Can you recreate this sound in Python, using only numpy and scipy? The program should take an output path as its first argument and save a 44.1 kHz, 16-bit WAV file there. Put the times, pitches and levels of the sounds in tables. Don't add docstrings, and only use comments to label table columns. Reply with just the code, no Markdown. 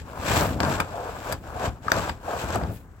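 import sys
import numpy as np
from scipy import signal
from scipy.fft import rfft, irfft
from scipy.io import wavfile

SR = 44100
rng = np.random.default_rng(int(sys.argv[2]) if len(sys.argv) > 2 else 0)


def wav_record(signal):
    frames = np.transpose(np.atleast_2d(signal))
    bounded = np.clip(frames, -1, 1)
    quanta = np.round(bounded * 32767).astype(np.int16)
    wavfile.write(sys.argv[1], SR, quanta)


N = 132300
TIME_S = np.arange(N) / SR
BINS_HZ = np.maximum(np.arange(N // 2 + 1) * SR / N, 1)


def from_db(db):
    return 10 ** (np.asarray(db) / 20)


def unit_rms(x):
    return x / np.sqrt(np.mean(np.atleast_2d(x).mean(0) ** 2) + 1e-20)


def envelope(points):
    return from_db(np.interp(TIME_S, *np.transpose(points)))


def per_bin(points):
    hz, value = np.transpose(points)
    return np.interp(np.log(BINS_HZ), np.log(hz), value)


def flutter(depth_db, rate_hz):
    drift = irfft(rfft(rng.standard_normal(N)) / (1 + (BINS_HZ / rate_hz) ** 2), N)
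    return from_db(depth_db * unit_rms(drift))


def grains(per_s, spread_db, floor):
    contacts = rng.random(N) < per_s / SR
    sizes = from_db(spread_db * np.minimum(rng.exponential(1, N), 3))
    return np.sqrt(unit_rms(contacts * sizes) ** 2 + floor ** 2)


def resonances(modes, cut_hz):
    peaks = sum((-1) ** k * from_db(db) / (1 + 1j * (BINS_HZ - hz * hz / BINS_HZ) / width_hz)
                for k, (hz, width_hz, db) in enumerate(modes))
    return peaks / (1 + (BINS_HZ / cut_hz) ** 4)


# frequency in Hz, coherence of the two microphones from 0 to 1.
MIC_COHERENCE = [(60, 0.99), (150, 0.94), (600, 0.9), (1200, 0.87), (1800, 0.095), (5000, 0.07)]
# frequency in Hz, phase lead of the left microphone in radians.
MIC_LEAD = [(90, -0.45), (400, 0.052), (950, 1.26), (1400, 1.03), (2200, -0.47)]


def stereo_noise(response, grain=1):
    common, left, right = rfft(rng.standard_normal((3, N)) * grain)
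    coherence = per_bin(MIC_COHERENCE)
    phase = np.exp(.5j * per_bin(MIC_LEAD) * np.array([[1], [-1]]))
    pair = np.sqrt(coherence) * common * phase + np.sqrt(1 - coherence) * np.array([left, right])
    return unit_rms(irfft(pair * response, N))


def strike(start_s, modes, rattle_s, spread_db=2.3):
    t = np.arange(SR // 8) / SR
    out = np.zeros((2, N + SR))
    start = int(start_s * SR)
    for hz, db, t60_s in modes:
        force = rng.standard_normal((3, len(t))) * np.exp(-t / rattle_s)
        force[0, 0] += 1.3 * np.linalg.norm(force[0])
        coherence = np.interp(hz, *np.transpose(MIC_COHERENCE))
        lead = np.interp(hz, *np.transpose(MIC_LEAD)) * np.array([[.5], [-.5]])
        ring = np.sin(2 * np.pi * hz * t + lead) * from_db(-60 * t / t60_s) * np.minimum(hz * t, 1)
        drive = np.sqrt(coherence) * force[0] + np.sqrt(1 - coherence) * force[1:]
        wave = signal.fftconvolve(drive, ring, axes=1)[:, :len(t)]
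        gain = from_db(db + spread_db * rng.standard_normal())
        out[:, start:start + len(t)] += gain * wave * ring.std() / wave.std()
    return out[:, :N]


# frequency in Hz, relative level in dB.
AIR_SPECTRUM = [(20, 1.5), (48, 8.5), (75, 6), (120, 0.5), (300, -41), (700, -17), (1600, -19), (2200, -31),
                (4000, -44), (8000, -36.5), (9500, -64), (16000, -51)]


def outdoor_air(level_db=-46.5):
    return from_db(level_db) * stereo_noise(from_db(per_bin(AIR_SPECTRUM)))


def porch_reverb(x, level_db=-16.5, t60_s=0.15, cut_hz=4600):
    t = np.arange(SR // 3) / SR
    tail = rng.standard_normal((2, len(t))) * from_db(-60 * t / t60_s) * (t > .005)
    tail = signal.sosfilt(signal.butter(1, cut_hz, fs=SR, output="sos"), tail)
    tail /= np.linalg.norm(tail[0])
    return from_db(level_db) * signal.fftconvolve(x, tail, axes=1)[:, :N]


# time in seconds, level in dB.
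RUMBLE_LEVEL = [(0, -39), (.1, -47.5), (.23, -38), (.3, -26), (.48, -28), (.58, -27), (.69, -24.5),
                (.76, -31.5), (.82, -30.5), (.88, -42), (1.25, -43.5), (1.34, -37.5), (1.42, -43),
                (1.62, -40), (1.68, -30.5), (1.77, -47), (1.87, -40.5), (1.98, -30), (2.05, -40.5),
                (2.1, -33.5), (2.18, -48.5), (2.32, -41.5), (2.44, -39.5), (2.5, -35.5), (2.57, -25.5),
                (2.7, -31.5), (2.77, -45), (3, -54.5)]
# frequency in Hz, relative level in dB.
RUMBLE_SPECTRUM = [(20, -51), (35, -29), (50, -13), (72, 1), (105, -2), (130, -6.5), (200, -9),
                   (290, -11.5), (420, -17), (800, -22.5), (2000, -62)]


def deck_rumble():
    contacts = grains(per_s=550, spread_db=2.0, floor=0.7)
    return envelope(RUMBLE_LEVEL) * stereo_noise(from_db(per_bin(RUMBLE_SPECTRUM)), contacts)


# frequency in Hz, relative level in dB, T60 in seconds.
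DECK_MODES = [(74.7, -10, 0.15), (106.6, -4.5, 0.11), (177, -12, 0.075)]
# frequency in Hz, width in Hz, relative level in dB.
BOARD_MODES = [(302, 55, -16), (436, 83, -5.5), (655, 63, 1), (1020, 230, -6.5), (1230, 160, -1),
               (1653, 330, -5)]
# start in seconds, deck level in dB, board level in dB.
ROLLER_BUMPS = [(0.366, -29, -15.5), (0.4227, -45, -17), (0.458, -20.5, -36), (.501, -26, -38),
                (.607, -35, -18.5), (0.682, -20, -20), (.804, -25, -34), (1.309, -40, -25),
                (1.325, -33, -23.5), (1.678, -16, -40), (1.918, -36, -16), (1.969, -21, -18),
                (1.981, -16, -34), (2.439, -20.5, -34), (2.559, -33, -18), (2.613, -31, -21.5),
                (2.648, -30, -27), (2.706, -26, -32.5)]


def roller_bumps():
    out = np.zeros((2, N))
    for start_s, deck_db, board_db in ROLLER_BUMPS:
        age_s = np.maximum(TIME_S - start_s, 0)
        for hz, db, t60_s in DECK_MODES:
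            out -= from_db(deck_db + db - 60 * age_s / t60_s) * np.sin(2 * np.pi * hz * age_s)
        board = [(hz, board_db + db, np.log(1000) / np.pi / width_hz) for hz, width_hz, db in BOARD_MODES]
        out += strike(start_s, board, rattle_s=0.0039)
    return out


# frequency in Hz, relative level in dB, T60 in seconds.
FRAME_MODES = [(1050, 2.5, 0.016), (1577, -2, 0.024), (2403, -10, 0.017), (3770, -7.5, 0.0076),
               (4780, -4, 0.015), (6120, -5.5, 0.0028), (7880, -9.5, 0.024), (12240, -14, 0.0069),
               (14600, -9, .006)]
# start in seconds, ring level in dB, ring tilt in dB per octave, clack pitch in Hz,
# clack level in dB, crack level in dB, crack cutoff in Hz, rattle decay in seconds.
FRAME_KNOCKS = [(0.603, -17.5, -1.5, 745, -7.5, -12.5, 5050, 0.0024),
                (0.6324, -23.5, -3.5, 1000, -24, -18, 6500, 0.0014),
                (0.6493, -24, -4, 890, -22, -18.5, 5000, 0.0018),
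                (0.8002, -25, -1, 2380, -12, -16, 2900, 0.0069),
                (0.8017, -18, -5, 1200, -13.5, -24.5, 14000, .0048),
                (1.3240, -28.5, 6, 1650, -21, -25.5, 15000, 0.0052),
                (1.8819, -25.5, -5, 1250, -12, -41, 3000, 0.0019),
                (1.9176, -20, -1, 1507, -4, -8, 4850, 0.0018),
                (1.9184, -28, 6.5, 6050, -18.5, -18, 7000, 0.0016),
                (2.0939, -22, -2, 920, -21, -14.5, 2940, 0.004),
                (2.5570, -34, 2.5, 697, -10.5, -28, 12800, 0.0015),
                (2.635, -31.5, -5.5, 870, -18, -29, 4000, 0.0031)]


def frame_knocks(clack_t60_s=0.018):
    out = np.zeros((2, N))
    for start_s, ring_db, tilt, clack_hz, clack_db, crack_db, cut_hz, rattle_s in FRAME_KNOCKS:
        decay = (TIME_S >= start_s) * np.exp(-np.abs(TIME_S - start_s) / rattle_s)
        burst = rng.standard_normal((2, N)) * decay
        lowpass = signal.butter(4, cut_hz, fs=SR, output="sos")
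        out += from_db(crack_db) * signal.sosfilt(lowpass, burst + 1e-18)
        ring = [(hz, ring_db + db + tilt * np.log2(hz / 2000), t60_s) for hz, db, t60_s in FRAME_MODES]
        out += strike(start_s, ring + [(clack_hz, clack_db, clack_t60_s)], rattle_s)
    return out


# start in seconds, level before the band-pass in dB.
PAINT_POPS = [(.4098, -15.5), (1.966, -23.5), (2.504, -26), (2.527, -29), (2.547, -27)]


def paint_pops(decay_s=0.0018, band_hz=(3500, 7600)):
    bursts = sum(from_db(db) * (TIME_S >= start_s) * np.exp(-np.abs(TIME_S - start_s) / decay_s)
                 for start_s, db in PAINT_POPS)
    bandpass = signal.butter(2, band_hz, "band", fs=SR, output="sos")
    return signal.sosfilt(bandpass, bursts * rng.standard_normal((2, N)) + 1e-18)


# frequency in Hz, width in Hz, relative level in dB.
CORE_MODES = [(488, 68, -2.5), (720, 67, 1.5), (1100, 110, -7)]
# start in seconds, length in seconds, level in dB.
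SLEEVE_SPINS = [(0.929, 0.16, -36), (1.544, 0.13, -34.5), (2.266, 0.091, -32.5)]


def sleeve_spin(attack_s=0.011, release_s=0.023):
    swell = np.zeros(N)
    for start_s, length_s, db in SLEEVE_SPINS:
        attack = np.clip((TIME_S - start_s) / attack_s, 0, 1)
        release = np.exp(-np.maximum(TIME_S - start_s - length_s, 0) / release_s)
        swell += from_db(db) * attack * release
    return swell * stereo_noise(resonances(CORE_MODES, cut_hz=1400))


# time in seconds, level in dB.
PEEL_LEVEL = [(0, -47), (.04, -61.5), (.18, -54), (.3, -31.5), (.36, -28.5), (.41, -35), (.5, -43.5),
              (.59, -54.5), (.62, -46), (.71, -37.5), (.79, -44), (.85, -54), (1.2, -51.5), (1.33, -42),
              (1.4, -67.5), (1.46, -56), (1.53, -60), (1.66, -36.5), (1.72, -60), (1.8, -70), (1.85, -52),
              (1.91, -47), (1.93, -42.5), (1.98, -38.5), (2.1, -46), (2.16, -64), (2.23, -60),
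              (2.29, -48.5), (2.36, -47.5), (2.42, -37.5), (2.47, -46.5), (2.55, -40), (2.59, -55),
              (2.76, -56), (2.86, -76), (3, -74)]
SIZZLE_LEVEL = [(0, -72), (.2, -57.5), (.3, -42), (.38, -35.5), (.47, -45.5), (.58, -64), (.71, -51),
                (.86, -73), (1.3, -57), (1.4, -67), (1.65, -64), (1.78, -74), (2.0, -55), (2.18, -71),
                (2.41, -51.5), (2.62, -72), (2.75, -50.5), (2.87, -74)]
# frequency in Hz, relative level in dB.
PEEL_SPECTRUM = [(1200, -10), (1650, 10), (1950, 3.5), (2400, 7.5), (3000, 4), (4200, 0.5), (5000, -1),
                 (6300, -4.5), (7950, 1), (8500, -16), (10000, -22), (12000, -8.5), (16000, -29)]
SIZZLE_SPECTRUM = [(5000, -23), (9000, -4.5), (12000, -2.5), (16000, 1)]


def nap_peel():
    snaps = grains(per_s=2000, spread_db=3.5, floor=1.0) * flutter(depth_db=1.6, rate_hz=36)
    fine_snaps = grains(per_s=4600, spread_db=2.0, floor=0.63) * flutter(depth_db=1.3, rate_hz=40)
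    hiss = stereo_noise(from_db(per_bin(PEEL_SPECTRUM)), snaps)
    sizzle = stereo_noise(from_db(per_bin(SIZZLE_SPECTRUM)), fine_snaps)
    return envelope(PEEL_LEVEL) * hiss + envelope(SIZZLE_LEVEL) * sizzle


# time in seconds, level in dB.
RUB_LEVEL = [(0, -55), (.04, -55), (.09, -43.5), (.18, -39), (.31, -25), (.36, -26), (.43, -25.5),
             (.5, -35.5), (.55, -41), (.59, -44.5), (.61, -30.5), (.68, -26.5), (.78, -31), (.81, -29.5),
             (.84, -40), (1.06, -36.5), (1.2, -39.5), (1.315, -32), (1.37, -47), (1.415, -65),
             (1.44, -41.5), (1.52, -40), (1.6, -35), (1.66, -28), (1.73, -50), (1.8, -58.5), (1.87, -35),
             (1.91, -40), (1.93, -28.5), (1.99, -29.5), (2.1, -33.5), (2.15, -52), (2.23, -49), (2.29, -33),
             (2.42, -34), (2.48, -36), (2.56, -29), (2.59, -38), (2.64, -38.5), (2.71, -43.5), (2.78, -63),
             (3, -73)]
# frequency in Hz, relative level in dB.
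RUB_SPECTRUM = [(100, -14.5), (280, -6), (430, -3.5), (540, 1), (680, -1), (900, 0.5), (1250, -5),
                (1600, -8), (1900, -24), (2400, -18.5), (3200, -26), (8000, -33)]


def sleeve_rub(soft_trim_db=-0.56, roar_db=-38, reference_db=-30, roar_db_per_db=1.23):
    rub = envelope(RUB_LEVEL)
    fine_slips = grains(per_s=2500, spread_db=2.0, floor=0.71) * flutter(depth_db=1.9, rate_hz=31)
    soft = stereo_noise(from_db(per_bin(RUB_SPECTRUM)), fine_slips)
    coarse_slips = grains(per_s=700, spread_db=3.0, floor=0.36)
    roar = stereo_noise(resonances(BOARD_MODES, cut_hz=2190), coarse_slips)
    roar_gain = from_db(roar_db) * (rub / from_db(reference_db)) ** roar_db_per_db
    return from_db(soft_trim_db) * rub * soft + roar_gain * roar


def scene():
    hits = frame_knocks() + roller_bumps() + paint_pops()
    air = outdoor_air()
    rolling = sleeve_rub() + sleeve_spin() + nap_peel() + deck_rumble()
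    return air + rolling + hits + porch_reverb(hits)


# frequency in Hz, left minus right level in dB.
MIC_BALANCE = [(100, 2.5), (550, 1), (1100, 3.5), (1700, 6.5), (2400, 2), (3400, -3), (5000, 3.5),
               (7600, 10), (9400, -1), (11200, -5), (14800, 3)]


def record(dry, low_cut_hz=33.7, high_cut_hz=16200):
    balance = from_db(per_bin(MIC_BALANCE) * np.array([[.5], [-.5]]))
    heard = irfft(rfft(dry) * balance, N)
    highpass = signal.butter(4, low_cut_hz, "high", fs=SR, output="sos")
    lowpass = signal.ellip(10, .2, 80, high_cut_hz, fs=SR, output="sos")
    clipped = np.clip(signal.sosfilt(highpass, heard), -1, 1)
    return signal.sosfilt(lowpass, clipped)


dry = scene()
out = record(dry)
wav_record(out)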